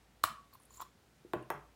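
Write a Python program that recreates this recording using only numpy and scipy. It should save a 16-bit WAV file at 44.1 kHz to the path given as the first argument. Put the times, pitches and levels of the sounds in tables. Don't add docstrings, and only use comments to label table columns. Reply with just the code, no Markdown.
import sys
import numpy as np
from scipy import signal
from scipy.fft import rfft, irfft
from scipy.io import wavfile
from scipy.ndimage import uniform_filter1d

SR = 44100
rng = np.random.default_rng(int(sys.argv[2]) if len(sys.argv) > 2 else 0)


def gain_from_db(level_db):
    decades = np.asarray(level_db, float) / 20
    return 10 ** decades


def wav_out(sig):
    wavfile.write(sys.argv[1], SR, np.round(np.clip(np.atleast_2d(sig).T, -1, 1) * 32767).astype(np.int16))


N = 77175

# f [Hz], level [dB per Hz]
AIR_SPECTRUM = [(41, -22), (70, -2.5), (554, -15.5), (744, -16), (934, -17.5), (1200, -20.5), (1310, -18.5),
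                (6900, -29), (16000, -35.5)]
# f [Hz], t60 [s]
ROOM_DECAY = [(100, 0.43), (260, 0.27), (700, 0.3), (1840, 0.41), (4850, 0.29), (12800, 0.14)]
# f [Hz], level [dB], t60 [s]
HOUSING_MODES = [(1150, 1.5, 0.0087), (1430, -47, .04), (723.6, -13.5, 0.062), (1524, -1, 0.011),
                 (620, -33, 0.028)]
# f [Hz], level [dB], t60 [s]
PLATE_MODES = [(630, -57.5, 0.39), (704, -49.5, 0.16), (745, -52, 0.21), (973, -40, 0.15),
               (1053, -51, 0.37), (1097, -50, 0.45), (1129, -46.5, 0.31), (1205, -50, 0.44),
               (1260, -41.5, .25), (1295, -51, 0.39), (1330, -54.5, 0.43), (1127, -51, 0.52)]
# f [Hz], level [dB], t60 [s]
STEEL_MODES = [(2250, -30.5, 0.009), (3600, -2, 0.042), (3744, -8, 0.06), (4150, 10.5, 0.018),
               (7000, -23, 0.033), (7960, -28, 0.045), (9500, -7, 0.0074), (11560, 6.5, 0.023),
               (12160, 4, .03), (14300, -12.5, 0.0124), (15490, -14.5, .012), (11320, -12, 0.13),
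               (5800, -10.5, .05)]
# f [Hz], level [dB], t60 [s]
THUMP_MODES = [(106.4, -47, 0.093), (318, -49, 0.12), (611, -52.5, 0.25), (675, -51.5, 0.23)]
# t [s], level [dB], f [Hz], width
RATTLES = [(.2430, -40.5, 4000, 0.75), (0.2435, -45.5, 9000, 1), (0.247, -44.5, 11500, 0.25),
           (.2545, -38, 3000, .6), (.2560, -47, 12000, .4), (.2760, -55, 14500, .15),
           (0.2754, -47.5, 3880, 0.51), (0.249, -56, 5500, 0.37), (.2650, -52, 5800, 0.33),
           (.5380, -53, 12800, 0.44), (.6225, -62, 12000, .4), (0.634, -57, 10000, .4),
           (.2385, -34.5, 11760, 0.22), (1.3350, -51.5, 3600, 0.16), (1.5025, -46, 5560, 0.26)]
# t [s], level [dB], f [Hz], t60 [s]
TABLE_THUDS = [
    (.3000, -56, 152, 0.12),
    (0.31, -54, 220, .1),
    (.8150, -61.5, 334, 0.061),
    (1.3600, -46, 130, 0.27),
    (1.3620, -45.5, 210, .1),
    (1.5450, -50, 147, 0.31),
    (1.2100, -61.5, 174, 0.058),
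    (1.2490, -44.5, 357, 0.04),
    (0.95, -62.5, 210, 0.07),
    (1.2, -86.5, 327, 0.051),
]
# t [s], level [dB], f [Hz], t60 [s]
HOUSING_NUDGES = [(.3450, -51, 1160, 0.06), (.3800, -53, 1129, 0.17), (.5280, -60, 1120, 0.096),
                  (.5390, -58, 1067, 0.028), (.5525, -47, 1053, 0.023), (.6010, -57, 1066, 0.016),
                  (.7060, -56, 1050, 0.035), (.7780, -55, 1024, 0.13), (.7970, -43.5, 1023, 0.02),
                  (.8030, -34, 1040, 0.017), (.8030, -41, 1370, 0.016), (.8130, -42, 1080, 0.049),
                  (.8185, -37.5, 1016, 0.042), (.8240, -36.5, 1124, 0.011), (.8500, -54, 1080, 0.06),
                  (.8580, -54.5, 1120, 0.034), (.8650, -60, 1150, 0.033)]
# t [s], level [dB]
SLIDE_PRESSURE = [(.52, -79), (.54, -71), (.565, -102), (.69, -82), (.71, -70.5), (.745, -64.5),
                  (.775, -61.5), (0.798, -74), (0.819, -48.5), (0.839, -82), (.87, -97)]
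# f [Hz], level [dB], t60 [s]
BLADE_MODES = [(6910, 5, 0.0027), (6690, 1, 0.0048), (4460, -8.5, 0.0042), (11300, 4.5, 0.001),
               (14800, -5.5, 0.0055), (8800, -19, 0.0024), (13060, -5.5, 0.0017), (1080, -10.5, 0.016),
               (5500, -3.5, 0.00083)]
# t [s], level [dB], f [Hz], t60 [s]
BLADE_TICKS = [(0.537, -47, 11830, 0.0031), (.5390, -57, 4270, 0.016), (0.533, -57, 4360, 0.016),
               (0.55, -64, 4460, 0.016), (0.5463, -52, 10200, 0.0052), (0.548, -51, 14500, .008),
               (.5545, -61, 10000, .01), (0.5992, -55, 10200, 0.019), (0.609, -65, 9600, 0.011),
               (0.62, -58, 8800, 0.0047), (0.629, -59, 9500, 0.0084), (.6350, -57, 9300, 0.0046),
               (0.653, -47, 10030, 0.0091), (0.655, -57, 11400, 0.014), (.7060, -57.5, 7100, 0.062),
               (.7160, -58.5, 7170, .03), (0.724, -59.5, 7000, 0.022), (.7380, -53, 7200, .02),
               (.8030, -58, 3400, 0.0069), (.8200, -49, 3510, 0.013), (.7710, -44.5, 7150, 0.024),
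               (0.777, -48, 7170, .015), (.7980, -47, 7150, 0.022), (0.813, -44, 14600, 0.013),
               (0.815, -48, 11800, .012), (.8190, -72, 7340, 0.009), (0.821, -49.5, 5490, 0.024),
               (0.761, -52, 10600, 0.022), (.7430, -53, 6630, 0.03), (1.4255, -56, 9500, 0.0053),
               (1.4310, -66, 8400, .004), (1.43, -56.5, 2740, 0.016)]
# t [s], level [dB], click [dB], room send [dB], click f [Hz]
HANDLE_KNOCKS = [
    (1.3344, -15.5, -42.5, -6, 3600),
    (1.5025, -20.5, -36, -5.5, 2560),
]
# f [Hz], level [dB], t60 [s]
TABLE_FIRST = [(124.4, -25, 0.24), (320.6, 3, 0.024), (348.5, 3, 0.036), (433, -10.5, 0.054),
               (605, -3, 0.015), (748, -4, 0.02), (890, -8, 0.016), (1050, -7, 0.035), (1500, -6, 0.01),
               (1850, -4, 0.0032), (2550, -16.5, 0.012), (3140, -17.5, 0.0033)]
TABLE_SECOND = [(146.8, -29.5, 0.36), (361, -4, 0.025), (467, -11.5, 0.054), (570, -6, 0.031),
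                (780, -3.5, 0.024), (896, -2, 0.037), (1140, 4, 0.012), (1576, -11, 0.037),
                (1640, -13.5, 0.047), (2030, -5, 0.0091), (2800, -14.5, 0.014), (3670, -11, 0.0039)]
# f [Hz], level [dB], t60 [s]
BOARDS_FIRST = [(302.3, -47, 0.25), (417, -46, 0.28), (489, -47.5, 0.33), (604.3, -44, 0.35),
                (872, -39.5, 0.052), (1120, -47, 0.22), (1424, -63, 0.27), (250, -59, 0.078)]
BOARDS_SECOND = [(418, -45.5, 0.32), (582, -55, 0.48), (725, -54.5, 0.46), (817, -49, 0.11),
                 (950, -40, 0.063), (1320, -54.5, 0.4), (1710, -55, 0.058), (1173, -44, 0.06)]

AIR_DB, FLICKER_DB = -67.5, -0.5
HUM_HZ, HUM_WIDTH_HZ, HUM_DB, HUM_STEADY_DB = 56.1, 6.6, -74, -74.5
ROOM_GAP_S = 0.0022
CREAK_S, CREAK_DB = .2344, -40
POP_S, POP_DB, CRACK_DB, STEEL_DB = .2383, -16, -20.5, -37
POP_ROOM_DB, CRACK_ROOM_DB, STEEL_ROOM_DB = -14, -5, -17
CHATTER_COUNT, CHATTER_S, CHATTER_FADE_DB = 3, .00087, -2.5
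SLIP_PER_S, SLIP_SPREAD_DB = 5000, 1.5
TICK_WIDTH_OCT, TICK_EDGE_OCT, TICK_RISE_S = 0.039, 0.2, 0.00077
TICK_CLICK_DB, BLADE_ROOM_DB = 4, -9.5
HANDLE_EDGE_DB, HANDLE_CLICK_ROOM_DB = -1.5, -8


def decay(t, t60):
    return np.exp(-np.log(1000) * t / t60)


def ring(modes, size=16384):
    t = np.arange(size) / SR
    out = np.zeros(size)
    for k, (hz, db, t60) in enumerate(modes):
        sine = np.sin(2 * np.pi * min(hz, .45 * SR) * t)
        out += (-1) ** k * gain_from_db(db) * sine * decay(t, max(t60, .001))
    return out


def add(track, s, x):
    i = int(s * SR)
    track[i:i + len(x)] += x[:N - i]


def band(x, hz, width):
    f = np.maximum(np.fft.rfftfreq(len(x), 1 / SR), 1)
    return irfft(rfft(x) * np.exp(-.5 * (np.log2(f / hz) / width) ** 2), len(x))


def click(t60, hz, width, size=2048):
    noise = band(rng.standard_normal(size), hz, width)
    return noise / np.std(noise) * decay(np.arange(size) / SR, max(t60, .0005))


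def air():
    f = np.maximum(np.fft.rfftfreq(N, 1 / SR), 1)
    hz, db = np.transpose(AIR_SPECTRUM)
    shape = gain_from_db(np.interp(np.log(f), np.log(hz), db)) / (1 + (60 / f) ** 4)
    hiss = irfft(rfft(rng.standard_normal(N)) * shape, N)
    out = np.zeros(N)
    for centre in 60 * 2 ** np.arange(0, 9.):
        walk = uniform_filter1d(rng.standard_normal(N), size=3000)
        walk = uniform_filter1d(walk, size=3000)
        out += band(hiss, centre, 0.48) * gain_from_db(FLICKER_DB * walk / np.std(walk))
    hum_shape = np.exp(-.5 * ((f - HUM_HZ) / HUM_WIDTH_HZ * 2) ** 2)
    hum = irfft(rfft(rng.standard_normal(N)) * hum_shape, N)
    steady = gain_from_db(HUM_STEADY_DB) * np.sin(2 * np.pi * HUM_HZ * np.arange(N) / SR)
    return out / np.std(out) * gain_from_db(AIR_DB) + hum / np.std(hum) * gain_from_db(HUM_DB) + steady


def pop():
    body, crack, steel = np.zeros((3, N))
    for k in range(CHATTER_COUNT):
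        s, g = POP_S + k * CHATTER_S, gain_from_db(k * CHATTER_FADE_DB)
        add(body, s, g * gain_from_db(POP_DB) * ring(HOUSING_MODES))
        add(crack, s, g * gain_from_db(CRACK_DB) * click(.004, 4470, 3.2))
    creak = click(0.27, 6000, 1.3, size=170) * np.linspace(.3, 1, 170)
    add(crack, CREAK_S, gain_from_db(CREAK_DB) * creak)
    add(crack, POP_S, gain_from_db(-25.5) * click(0.0025, 12000, 0.3))
    add(steel, POP_S, gain_from_db(STEEL_DB) * ring(STEEL_MODES))
    body = signal.sosfilt(signal.butter(2, 210, "high", fs=SR, output="sos"), body)
    add(body, POP_S + 0.00394, ring(THUMP_MODES) + ring(PLATE_MODES))
    for s, db, hz, width in RATTLES:
        add(crack, s, gain_from_db(db) * click(.008, hz, width))
    feed = gain_from_db(POP_ROOM_DB) * body + gain_from_db(CRACK_ROOM_DB) * crack + gain_from_db(STEEL_ROOM_DB) * steel
    return body + crack + steel, feed


def room(x):
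    t = np.arange(SR // 2) / SR
    noise = rng.standard_normal(SR // 2)
    decay_hz, decay_s = np.transpose(ROOM_DECAY)
    tail = np.zeros(SR // 2)
    for hz in 60 * 2 ** np.arange(0, 8.6, .5):
        t60 = np.interp(np.log(hz), np.log(decay_hz), decay_s)
        tail += band(noise, hz, 0.94) * decay(t, t60)
    tail *= np.clip(t / ROOM_GAP_S - .5, 0, 1)
    return signal.fftconvolve(x, tail / np.sqrt(np.sum(tail ** 2)))[:N]


def taps(rows, click_db, room_db, above, width, rub_s):
    out = np.zeros(N)
    size = int(rub_s * SR) + 3
    for s, db, hz, t60 in rows:
        tone = np.sin(2 * np.pi * hz * np.arange(size) / SR)
        rub = np.hanning(size) * (rng.standard_normal(size) + tone)
        modes = [(hz, 0, t60), (1.4 * hz, -5, 0.11 * t60), (1.32 * hz, -8, 0.19 * t60)]
        x = signal.fftconvolve(rub, ring(modes, size=8192))
        add(out, s - rub_s / 3, gain_from_db(db) * x / np.max(np.abs(x)))
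        add(out, s, gain_from_db(db + click_db) * click(0.04, above * hz, width))
    return out, gain_from_db(room_db) * out


def thuds():
    return taps(TABLE_THUDS, click_db=-18, room_db=-8, above=1.2, width=.3, rub_s=0.003)


def nudges():
    return taps(HOUSING_NUDGES, click_db=-21, room_db=-20.5, above=1.85, width=1.0, rub_s=0.0022)


def slide():
    hits = rng.random(N) < SLIP_PER_S / SR
    strength = gain_from_db(SLIP_SPREAD_DB * rng.exponential(size=N))
    slips = hits * strength * rng.choice([-1, 1], N)
    x = signal.fftconvolve(slips, ring(BLADE_MODES, size=2048))[:N]
    s, db = np.transpose(SLIDE_PRESSURE)
    pressure = gain_from_db(np.interp(np.arange(N) / SR, s, db, left=-120, right=-120))
    x = x / np.std(x) * pressure
    return x, gain_from_db(BLADE_ROOM_DB) * x


def ticks():
    out = np.zeros(N)
    rise = np.clip(np.arange(2048) / SR / TICK_RISE_S, 0, 1)
    for s, db, hz, t60 in BLADE_TICKS:
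        narrow = click(2.0 * t60, hz, TICK_WIDTH_OCT)
        edge = gain_from_db(TICK_CLICK_DB) * click(0.0054, hz, TICK_EDGE_OCT)
        add(out, s, gain_from_db(db - 6.0) * rise * (narrow + edge))
    return out, gain_from_db(BLADE_ROOM_DB) * out


def handles():
    out, feed = np.zeros((2, N))
    tops, boards = (TABLE_FIRST, TABLE_SECOND), (BOARDS_FIRST, BOARDS_SECOND)
    for (s, db, click_db, room_db, hz), top, board in zip(HANDLE_KNOCKS, tops, boards):
        add(out, s, ring(board))
        knock = gain_from_db(db - 6.5) * ring(top)
        add(out, s, knock)
        add(feed, s, gain_from_db(room_db) * knock)
        edge = gain_from_db(click_db + HANDLE_EDGE_DB) * click(0.011, 11400, 0.85)
        add(out, s, edge + gain_from_db(click_db) * click(0.015, hz, 0.13))
        room_click = gain_from_db(click_db) * click(0.0059, 2800, 0.27)
        add(feed, s, gain_from_db(HANDLE_CLICK_ROOM_DB) * (edge + room_click))
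    return out, feed


def scene():
    parts = [pop(), thuds(), nudges(), slide(), ticks(), handles()]
    direct = sum(p[0] for p in parts)
    feed = sum(p[1] for p in parts)
    return (direct + room(feed) + air())[None]


def roll_off(x):
    return signal.sosfilt(signal.butter(12, 16990, fs=SR, output="sos"), x)


def record(dry):
    x = signal.sosfilt(signal.butter(2, 30, "high", fs=SR, output="sos"), dry)
    mix = signal.sosfilt(signal.ellip(6, .2, 40, 15900, fs=SR, output="sos"), x)
    return roll_off(mix)


dry = scene()
out = record(dry)
wav_out(out)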